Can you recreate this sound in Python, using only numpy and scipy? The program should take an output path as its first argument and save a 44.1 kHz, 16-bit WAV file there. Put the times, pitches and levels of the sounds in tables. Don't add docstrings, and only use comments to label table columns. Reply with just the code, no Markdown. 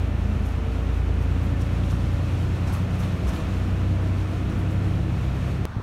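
import sys
import numpy as np
from scipy import signal
from scipy.fft import rfft, irfft
from scipy.io import wavfile
from scipy.ndimage import uniform_filter1d

SR = 44100
rng = np.random.default_rng(int(sys.argv[2]) if len(sys.argv) > 2 else 0)


def gain_from_db(level_db):
    decades = np.asarray(level_db, float) / 20
    return 10 ** decades


def store_pcm(level_fs):
    pcm = np.round(np.clip(level_fs, -1, 1) * 32767).astype(np.int16)
    wavfile.write(sys.argv[1], SR, np.atleast_2d(pcm).T)


N = 256818
T = np.arange(N) / SR
CUT_S = 5.6536

# (centre [Hz], width [Hz], gain [dB])
ECHO_DIPS = [(4890, 230, -3.5), (7720, 240, -2.5), (10550, 620, -3.5)]
# (frequency [Hz], relative density [dB per Hz])
QUIET_ROAD_COLOUR = [(20, -19), (60, -1), (110, -6.5), (200, -10.5), (380, -26), (500, -24), (800, -25.5),
                     (1100, -23.5), (1700, -29.5), (2270, -36.5), (3450, -40.5), (7000, -52), (15800, -65)]
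# (mean level [dB], share of the surface curve [ratio], slow swell [dB], flicker [dB], flicker rate [per s])
ROAR_LAYERS = [(-35.5, 1, 0.5, 1., 5.88), (-35, 0.6, 0.66, 0.62, 11), (-41, 0.59, 0.13, 0.16, 12),
               (-52.5, 0.93, 0.47, 0.78, 22)]
# (frequency [Hz], relative density [dB per Hz])
CABIN_COLOUR = [(22, -24), (31, -10), (41, -12), (52, -7), (70, -10.5), (105, -13), (128, -16), (170, -8),
                (300, -16), (370, -17), (414, -19.5), (710, -21), (857, -25), (1390, -25), (1640, -29.5),
                (2590, -31), (4300, -43.5), (11600, -57), (13500, -61), (15800, -66)]
# (time [s], level [dB])
SURFACE_COARSENESS = [(0, -.5), (1.3, -0.5), (2, 1), (2.84, 1.5), (3.5, 1.5), (3.96, -0.5), (4.62, 1.2),
                      (5.07, -0.5), (5.48, 1.5), (5.65, -1)]
# (centre [Hz], width [Hz], level [dB])
PANEL_RESONANCES = [(1775, 70, -59), (2537, 24, -64), (11730, 30, -87)]
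# (centre [Hz], width [Hz], relative level [dB])
TRIM_MAIN_RING = [(5500, 3100, -0.5), (8500, 4800, -4.5)]
TRIM_TOP_RING = [(11100, 3300, 3), (14000, 4000, -14)]
GLASS_RING = [(2750, 900, 0), (3700, 1300, -2)]
PANEL_RING = [(1040, 800, 8), (1660, 500, -6.5)]
# (time [s], level [dB], brightness = top ring against main ring [dB])
TRIM_JOLTS = [(.446, -57, -4), (1.13, -65, -3), (1.21, -63, -5), (1.42, -60, -4), (1.6, -55, -13),
              (1.83, -58, -13), (1.894, -54.5, -13), (2.12, -65, 0), (2.4, -64, -1), (2.662, -50.5, -11),
              (2.72, -52, -1), (2.99, -53.5, -7), (3.025, -59, -9), (3.267, -49, -9), (3.3, -72, -6),
              (3.33, -57, -4), (3.36, -63, -11), (3.395, -74, -9), (3.435, -73, -4), (4.27, -71, -2),
              (4.31, -71, -4), (4.49, -58, -16), (4.58, -64, -1), (4.7, -62, -4), (4.85, -71, -4),
              (5.34, -68, -2), (5.475, -68, -3)]
# (time [s], level [dB])
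GLASS_JOLTS = [(1.83, -48), (1.894, -47), (2.99, -56), (3.024, -50), (3.032, -44), (3.267, -48), (3.3, -52),
               (3.33, -48), (3.357, -45), (3.4, -51), (3.435, -50), (4.49, -52)]
# (time [s], level [dB])
PANEL_JOLTS = [(1.894, -46), (2.662, -44), (2.72, -42.5), (2.99, -43), (3.26, -40.5), (3.32, -50),
               (3.37, -46.5), (3.98, -45.5), (4.49, -46)]
# (jump rate [per s], spread [dB])
CHATTER_JUMPS = [(150, 1.3), (600, 2.2)]
# (time [s], level [dB], settled body ring [Hz], decay t60 [s], rise [s])
WHEEL_BUMPS = [(2.96, -30, 28, .4, .02), (3.235, -7.5, 62, .3, .03), (3.31, -15.5, 74, .3, .015),
               (3.2, -24, 158, .25, .02), (3.42, -23, 187, .5, .03), (3.75, -27, 160, .3, .02),
               (5.764, -7.5, 80, .055, .004), (5.783, -19, 90, .12, .002), (5.7975, -25, 240, .03, .001)]
# (time [s], rate [Hz])
CYCLE_RATE = [(0, 9.27), (.5, 9.34), (2, 9.76), (3.5, 10.24), (4, 10.44), (5, 10.77), (5.65, 10.91)]
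MAIN_MULTIPLES = (6, 9, 12.015)
# (time [s], firing [dB], middle line [dB], upper line [dB])
MAIN_LEVELS = [(0, -29, -26, -32), (.3, -26.5, -26, -35), (.7, -27, -30.5, -42), (1, -23.5, -26, -40),
               (1.3, -25, -25, -36), (1.6, -27, -27, -31), (2, -26.5, -26, -31), (2.35, -36, -26, -29),
               (2.7, -35, -26, -33), (3.1, -34, -26, -32), (3.6, -28, -27, -34.5), (3.9, -29, -23, -35),
               (4.15, -33, -24, -35), (4.45, -33, -29, -35.5), (4.85, -32, -23, -33),
               (5.05, -31, -27, -29.5), (5.3, -31, -35, -30), (5.65, -31.5, -29, -30)]
# (multiple of cycle rate, top level [dB], cycle rate at the top [Hz], half width in cycle rate [Hz])
MINOR_LINES = [(5, -43, 10.7, .6), (7, -38, 10.8, .4), (7, -41, 9.4, .4), (7.5, -38, 9.95, .15),
               (8, -41, 9.4, .4), (8, -41, 10.7, .4), (10, -41, 9.7, 1), (11, -44, 10.5, 3),
               (13, -45, 9.5, .6), (14, -41, 9.4, .6), (15, -42, 10.1, 1.2), (16, -34, 10.75, .33),
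               (16, -35, 10, .2), (18.1, -36, 10, .35), (19, -48, 10.2, .9), (20, -45, 9.62, .1),
               (22, -38, 9.31, .04), (24, -44, 10.2, .9), (26, -46, 9.3, .3), (27, -46, 9.85, .2),
               (29, -41.5, 10.65, .3), (29, -44.5, 9.6, .45), (30, -45, 10.6, .25), (32, -50, 9.85, .4),
               (48.1, -48.5, 9.45, .4), (48.1, -53, 10.35, .2), (58.2, -51.5, 9.75, .45),
               (64.1, -50, 9.36, .14), (64.1, -53, 10.15, .12), (61, -53, 10.4, .2), (66, -54, 10.7, .2),
               (80.2, -54, 9.45, .2)]


def unit(x):
    return x / np.sqrt(np.mean(x ** 2))


def walk(rate):
    hold = int(SR / rate)
    steps = np.repeat(rng.standard_normal(N // hold + 1), hold)
    slewed = uniform_filter1d(uniform_filter1d(steps, hold), hold)
    return unit(slewed[:N])


def shaped(gain):
    hz = np.maximum(np.arange(N // 2 + 1) * SR / N, 1)
    dips_db = sum(db * np.exp(-((hz - centre_hz) / width_hz) ** 2) for centre_hz, width_hz, db in ECHO_DIPS)
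    spectrum = rfft(rng.standard_normal(N)) * gain(hz) * gain_from_db(dips_db)
    return irfft(spectrum * (hz < 15830), N)


def peak(hz, width_hz):
    return unit(shaped(lambda f: 1 / (1 + ((f * f - hz * hz) / (f * width_hz)) ** 2)))


def resonances(table):
    return sum(gain_from_db(db) * peak(hz, width_hz) for hz, width_hz, db in table)


def colour(table, lo_hz, hi_hz):
    hz, db = np.transpose(table)

    def gain(f):
        crossovers = np.sqrt((1 + (lo_hz / f) ** 8) * (1 + (f / hi_hz) ** 8))
        return gain_from_db(np.interp(np.log(f), np.log(hz), db)) / crossovers
    return gain


def quiet_road():
    return gain_from_db(-32.5) * unit(shaped(colour(QUIET_ROAD_COLOUR, 1, 30000)))


def road():
    out = resonances(PANEL_RESONANCES)
    surface_db = np.interp(T, *np.transpose(SURFACE_COARSENESS))
    edges_hz = (1, 130, 450, 3500, 30000)
    for layer, lo_hz, hi_hz in zip(ROAR_LAYERS, edges_hz, edges_hz[1:]):
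        mean_db, share, swell_db, flicker_db, flicker_rate = layer
        level_db = mean_db + share * surface_db
        level_db = level_db + swell_db * walk(2.29) + flicker_db * walk(flicker_rate)
        out = out + gain_from_db(level_db) * unit(shaped(colour(CABIN_COLOUR, lo_hz, hi_hz)))
    return out


def rattle(jolts, ring, rise_s, hold_s, t60_s):
    strength = np.zeros(N)
    for start_s, db in jolts:
        age = np.maximum(T - start_s, 0)
        decay = gain_from_db(db - 60 * np.maximum(age - hold_s, 0) / t60_s)
        strength += decay * (1 - np.exp(-age / rise_s))
    chatter_db = sum(db * walk(rate) for rate, db in CHATTER_JUMPS)
    return strength * gain_from_db(chatter_db) * unit(resonances(ring))


def trim_rattles():
    ticks_per_s, tick_db, spread_db, bright_db = 1.3, -70, 1.5, -2
    draws = rng.random((int(ticks_per_s * CUT_S), 2))
    ticks = [(CUT_S * a, tick_db + spread_db * (2 * b - 1), bright_db) for a, b in draws]
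    jolts = TRIM_JOLTS + ticks
    main_jolts = [(s, db) for s, db, _ in jolts]
    top_jolts = [(s, db + bright) for s, db, bright in jolts]
    fade = dict(rise_s=.007, hold_s=.018, t60_s=.24)
    return rattle(main_jolts, TRIM_MAIN_RING, **fade) + rattle(top_jolts, TRIM_TOP_RING, **fade)


def glass_rattles():
    return rattle(GLASS_JOLTS, GLASS_RING, rise_s=.002, hold_s=.005, t60_s=.12)


def panel_rattles():
    return rattle(PANEL_JOLTS, PANEL_RING, rise_s=.012, hold_s=.035, t60_s=.3)


def bumps():
    out = 0
    for start_s, db, hz, t60_s, rise_s in WHEEL_BUMPS:
        age = np.maximum(T - start_s, 0)
        cycles = hz * (age + .0056 * (1 - np.exp(-age / .004)))
        envelope = gain_from_db(db - 60 * age / t60_s) * (1 - np.exp(-age / max(rise_s, 1e-4)))
        out = out + envelope * np.sin(2 * np.pi * cycles)
    return out


def engine():
    times, *main_db = np.transpose(MAIN_LEVELS)
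    cycle_hz = np.interp(T, *np.transpose(CYCLE_RATE))
    first_beat_s = .01
    angle = 2 * np.pi * (np.cumsum(cycle_hz) / SR - cycle_hz[0] * first_beat_s)
    dip_db = -11 * np.exp(-((T - 3.33) / .13) ** 2)
    # multiple, level [dB], waver [dB], starting phase [rad]
    lines = [(k, np.interp(T, times, db) + dip_db, .3, 0) for k, db in zip(MAIN_MULTIPLES, main_db)]
    for k, top_db, top_hz, half_hz in MINOR_LINES:
        level_db = top_db - 20 * np.log10(1 + ((cycle_hz - top_hz) / half_hz) ** 2)
        lines.append((k, level_db, 1.8, 2 * np.pi * rng.random()))
    out = 0
    for k, level_db, waver_db, start in lines:
        phase = start + .15 * waver_db * walk(3)
        level = np.sqrt(2) * gain_from_db(level_db + waver_db * walk(3.99))
        out = out + level * np.sin(k * angle + phase)
    return out


def scene():
    crest_shape = np.exp(-((T - CUT_S) / .0016) ** 4)
    ride = road() + trim_rattles() + glass_rattles() + panel_rattles() + engine()
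    first = ride * (1 - crest_shape) + gain_from_db(-15.4) * crest_shape
    return (np.where(T < CUT_S, first, quiet_road()) + bumps())[None]


def low_pass(x):
    return signal.sosfilt(signal.butter(12, 16320, fs=SR, output="sos"), x)


def record(dry):
    return low_pass(dry)


dry = scene()
out = record(dry)
store_pcm(out)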